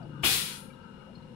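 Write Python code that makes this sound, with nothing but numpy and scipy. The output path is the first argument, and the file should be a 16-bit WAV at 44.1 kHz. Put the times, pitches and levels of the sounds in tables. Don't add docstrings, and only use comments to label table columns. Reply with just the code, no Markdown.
import sys
import numpy as np
from scipy import signal
from scipy.fft import rfft, irfft
from scipy.io import wavfile
from scipy.ndimage import uniform_filter1d

SR = 44100
rng = np.random.default_rng(int(sys.argv[2]) if len(sys.argv) > 2 else 0)


def unload_wav(signal):
    wavfile.write(
        sys.argv[1],
        SR,
        np.round(np.clip(np.atleast_2d(signal).T, -1, 1) * 32767).astype(np.int16),
    )


N = 59535
TIME = np.arange(N) / SR
FREQS = np.maximum(np.fft.rfftfreq(N, 1 / SR), 1)
OPEN_S = 0.236


def air_jet(rise_s=0.015, nearly_empty_s=OPEN_S + .32):
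    # f/Hz, relative spectral level/dB
    jet_spectrum = [(35, -26), (70, -7), (150, -16), (240, -19.5), (420, -11), (520, -12.5), (620, -42),
                    (720, -17), (850, -18), (1050, -15), (1300, -14), (1800, -11), (2400, -8.5), (3400, -5),
                    (4300, -8), (5200, -10.5), (6500, -14), (8200, -12.5), (9700, -9.5), (11500, -11.5),
                    (13500, -15.5), (15400, -16)]
    gap_spectrum = [(5000, -37), (8500, -23), (9700, 4), (10500, -6), (11300, -4.5), (13500, -17),
                    (16000, -27)]
    # f/Hz, left minus right level/dB
    balance = [(100, 10), (700, 7.5), (2400, 9.5), (3400, 10), (5000, 4), (7800, -1), (9000, 8),
               (10500, 18), (15000, 16)]
    flow = envelope(OPEN_S, rise_s, hold_s=0.099, fall_db_per_s=83.5)
    flow *= decay(nearly_empty_s, fall_db_per_s=81.5)
    flow *= from_db(0.16 * drift(32))
    lead_s = 0.0162
    leak = envelope(OPEN_S - lead_s, lead_s, 0.036, 263) ** 2
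    hiss = noise(from_db(over_hz(jet_spectrum)), over_hz(balance))
    hiss *= from_db(-24.5) * flow + from_db(-37.5) * leak
    thin_hiss = from_db(-52.5) * noise(from_db(over_hz(gap_spectrum)), over_hz(balance))
    thin_hiss *= envelope(OPEN_S, rise_s, hold_s=0.37, fall_db_per_s=193.5)
    ringing = outlet_ringing() * flow
    return dulled(housing(hiss) + ringing) + housing(thin_hiss)


def outlet_ringing():
    # f/Hz, half-width/Hz, relative level/dB
    modes = [(2347, 10, -5), (2457, 13, -2), (2690, 14, -7), (2847, 15, -2), (3360, 15, -3), (3410, 18, -7),
             (3483, 18, -7), (3699, 16, -7), (3831, 16, -7), (3949, 16, -4), (4098, 10, -8), (4372, 16, -9),
             (4807, 11, -6), (6918, 14, -9), (9136, 16, -10), (9585, 18, -6), (12592, 12, -11),
             (13202, 12, -15)]
    return sum(from_db(db - 41.5) * resonance(hz, width, pan_db=13) for hz, width, db in modes)


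def dulled(x, corner_hz=11900):
    treble = irfft(rfft(x) / (1 + (corner_hz / FREQS) ** 10), N)
    return x - treble + treble * decay(OPEN_S + 0.14, fall_db_per_s=56)


def housing(x, longest_delay_s=.022):
    delays = rng.uniform(.05, 1, (2, 12, 1)) * longest_delay_s
    echoes = from_db(-13.5) * np.exp(-2j * np.pi * FREQS * delays).sum(axis=1)
    response = 1 + echoes * FREQS / (FREQS - 1500j)
    return irfft(rfft(x) * response / np.sqrt(np.mean(abs(response) ** 2)), N)


def valve_thump():
    # f/Hz, relative level/dB, T60/s
    modes = [(72, -3, 0.077), (150.3, -3, 0.018), (343, -2, 0.052), (540, -7.5, 0.018), (776, -2, .11),
             (1253, -8, 0.068)]
    return from_db(-30) * struck(.2348, modes) * pan(6)


def bark():
    # f/Hz, relative spectral level/dB
    spectrum = [(30, -32.5), (50, -20), (70, -12), (130, -12.5), (340, 3), (480, -8), (620, -13),
                (780, 4.5), (1000, -4), (1350, -4), (1900, -9), (2600, 6), (3400, -4), (4500, -41.5),
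                (9000, -44.5), (16000, -40)]
    burst = envelope(.2328, rise_s=0.0044, hold_s=0.0057, fall_db_per_s=213.5)
    return from_db(-23.5) * noise(from_db(over_hz(spectrum)), pan_db=7.5) * burst


def whistle(hz=3360, jitter_hz=8):
    phase = 2 * np.pi * np.cumsum(hz + jitter_hz * drift(100)) / SR
    tone = np.array([np.sin(phase), np.cos(phase)]) * pan(15)
    return from_db(-27) * tone * envelope(OPEN_S, rise_s=0.019, hold_s=0.019, fall_db_per_s=221)


def machine_hum(waver_db=1.5):
    # f/Hz, relative spectral level/dB
    spectrum = [(30, -15), (55, -6.5), (85, -10.5), (115, -5), (185, 0.5), (250, -2), (280, -14.5),
                (370, -15.5), (430, -10.5), (520, -9.5), (650, -23), (780, -20), (930, -13), (1130, -23.5),
                (1400, -33.5), (1600, -21.5), (1900, -30), (2400, -28), (3200, -30.5), (4200, -31),
                (4600, -42), (5200, -34.5), (6200, -44), (9600, -43), (12000, -50), (15000, -65)]
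    # f/Hz, left minus right level/dB
    balance = [(60, 2), (350, 15), (900, 9), (1350, 4), (2000, 7), (4200, 10.5), (7500, -1), (11000, 20)]
    # f/Hz, half-width/Hz, level/dB, left minus right level/dB
    tones = [(115, 16, -70.5, 7), (198.3, 3.4, -58.5, -1), (232.5, 23, -57.5, 9), (368.8, 3.2, -66.5, 12.5),
             (527, 3.7, -64.5, 2.5), (2851, 45, -64, 26.5), (4300, 37, -84.5, 3)]
    hum = from_db(-50) * noise(from_db(over_hz(spectrum)), over_hz(balance))
    for hz, width, db, pan_db in tones:
        hum += from_db(db + waver_db * drift(2.7)) * resonance(hz, width, pan_db)
    return hum


def drive_whirr():
    # f/Hz, half-width/Hz, relative level/dB, left minus right level/dB
    bands = [(924, 60, -1.5, 14.5), (1309, 39, 2.5, 27), (1409, 61, 0.5, 28), (1535, 22, -1.5, 11)]
    # t/s, level/dB
    swells = [(0, -60), (.08, -72), (.14, -59), (.22, -59.5), (.55, -59), (.7, -66), (.86, -60.5),
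              (.94, -66), (1.03, -61), (1.12, -71), (1.23, -68.5), (1.35, -78)]
    whirr = sum(from_db(db) * wandering(resonance(hz, width, pan_db)) for hz, width, db, pan_db in bands)
    return whirr * level(swells)


def drone(hz=146.7, width_hz=24.3, pan_db=6.5):
    # t/s, level/dB
    contour = [(0, -45), (.1, -43.5), (.22, -41.5), (.4, -48), (.6, -55), (.8, -62.5), (1.35, -55.5)]
    fundamental = resonance(hz, width_hz, pan_db)
    octave = from_db(-8.5) * resonance(2 * hz, 2 * width_hz, pan_db)
    return (fundamental + octave) * level(contour)


def late_motor(hz=494.4):
    swell = envelope(1.12, rise_s=0.18, hold_s=0, fall_db_per_s=0)
    return from_db(-58.5) * np.sin(2 * np.pi * hz * TIME) * swell * pan(6.5)


def knocks():
    # t/s, f/Hz, half-width/Hz, level/dB
    blows = [(0, 740, 165, -52.5), (1.068, 675, 177, -57.5)]
    sound = np.zeros((2, N))
    for start, hz, width, db in blows:
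        band = noise(1 / (1 + ((FREQS - hz) / width) ** 4), pan_db=9)
        sound += from_db(db) * band * envelope(start, rise_s=0.0052, hold_s=.035, fall_db_per_s=259)
    return sound


def clinks(chip_count=14, low_hz=2200, high_hz=5000):
    # t/s, f/Hz, level/dB
    pieces = [(0.701, 2320, -53), (0.732, 3900, -60.5), (.94, 4090, -66), (.99, 4200, -65.5),
              (1.003, 2230, -62), (1.151, 4270, -51.5), (1.179, 4290, -61), (1.221, 4100, -62.5),
              (1.247, 4350, -69.5)]
    # frequency ratio, relative level/dB, T60/s
    modes = [(0.999, 4, 0.07), (1.013, -17.5, .08), (1.162, -10, 0.093)]
    chips = [(when * N / SR, low_hz * (high_hz / low_hz) ** pitch, -72.5 + 10 * strength)
             for when, pitch, strength in rng.random((chip_count, 3))]
    ringing = sum(from_db(db) * struck(start, np.array(modes) * [hz, 1, 1])
                  for start, hz, db in list(pieces) + chips)
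    return ringing * pan(14.5)


def struck(start_s, modes, contact_s=0.0023):
    age = np.maximum(TIME - start_s, 0)
    onset = 1 - np.exp(-(age / contact_s) ** 2)
    return onset * sum(from_db(db - 60 * age / t60) * np.sin(2 * np.pi * hz * age)
                       for hz, db, t60 in modes)


def resonance(hz, width_hz, pan_db):
    band = noise(1 / (1 + ((FREQS - hz) / width_hz) ** 2), pan_db)
    local_power = uniform_filter1d(np.mean(band ** 2, axis=0), size=3000)
    return rms_one(band / np.sqrt(local_power))


def noise(gain, pan_db):
    # f/Hz, interaural coherence
    likeness = [(60, 1), (150, 1), (300, 0.69), (640, 0.55), (1400, 0), (15000, 0)]
    coherence = np.clip(over_hz(likeness), 0, 1)
    mid, side = np.exp(2j * np.pi * rng.random((2, len(FREQS))))
    ears = np.sqrt(1 + coherence) * mid + np.sqrt(1 - coherence) * side * [[1], [-1]]
    return rms_one(irfft(ears * gain * pan(pan_db), N))


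def wandering(x, depth=.022, rate_hz=3.956):
    position = np.cumsum(1 + depth * drift(rate_hz))
    return np.array([np.interp(position, np.arange(N), ear, period=N) for ear in x])


def drift(rate_hz):
    return rms_one(irfft(rfft(rng.standard_normal(N)) / (1 + (FREQS / rate_hz) ** 2), N))


def envelope(start_s, rise_s, hold_s, fall_db_per_s):
    return np.clip((TIME - start_s) / rise_s, 0, 1) * decay(start_s + hold_s, fall_db_per_s)


def decay(start_s, fall_db_per_s):
    return from_db(-fall_db_per_s * np.maximum(TIME - start_s, 0))


def level(points):
    return from_db(np.interp(TIME, *np.transpose(points)))


def over_hz(points):
    hz, value = np.transpose(points)
    return np.interp(np.log(FREQS), np.log(hz), value)


def pan(db):
    gains = from_db(np.array([[.5], [-.5]]) * db)
    return gains / np.sqrt(np.mean(gains ** 2, axis=0))


def from_db(db):
    return 10 ** (np.asarray(db) / 20)


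def rms_one(x):
    return x / np.sqrt(np.mean(x ** 2) + 1e-20)


def scene():
    blast = valve_thump() + bark() + whistle() + air_jet()
    machine = machine_hum() + drive_whirr() + drone() + late_motor()
    return blast + machine + knocks() + clinks()


def record(dry, cutoff_hz=15700):
    return signal.sosfilt(signal.ellip(12, .1, 85, cutoff_hz, fs=SR, output="sos"), dry)


dry = scene()
out = record(dry)
unload_wav(out)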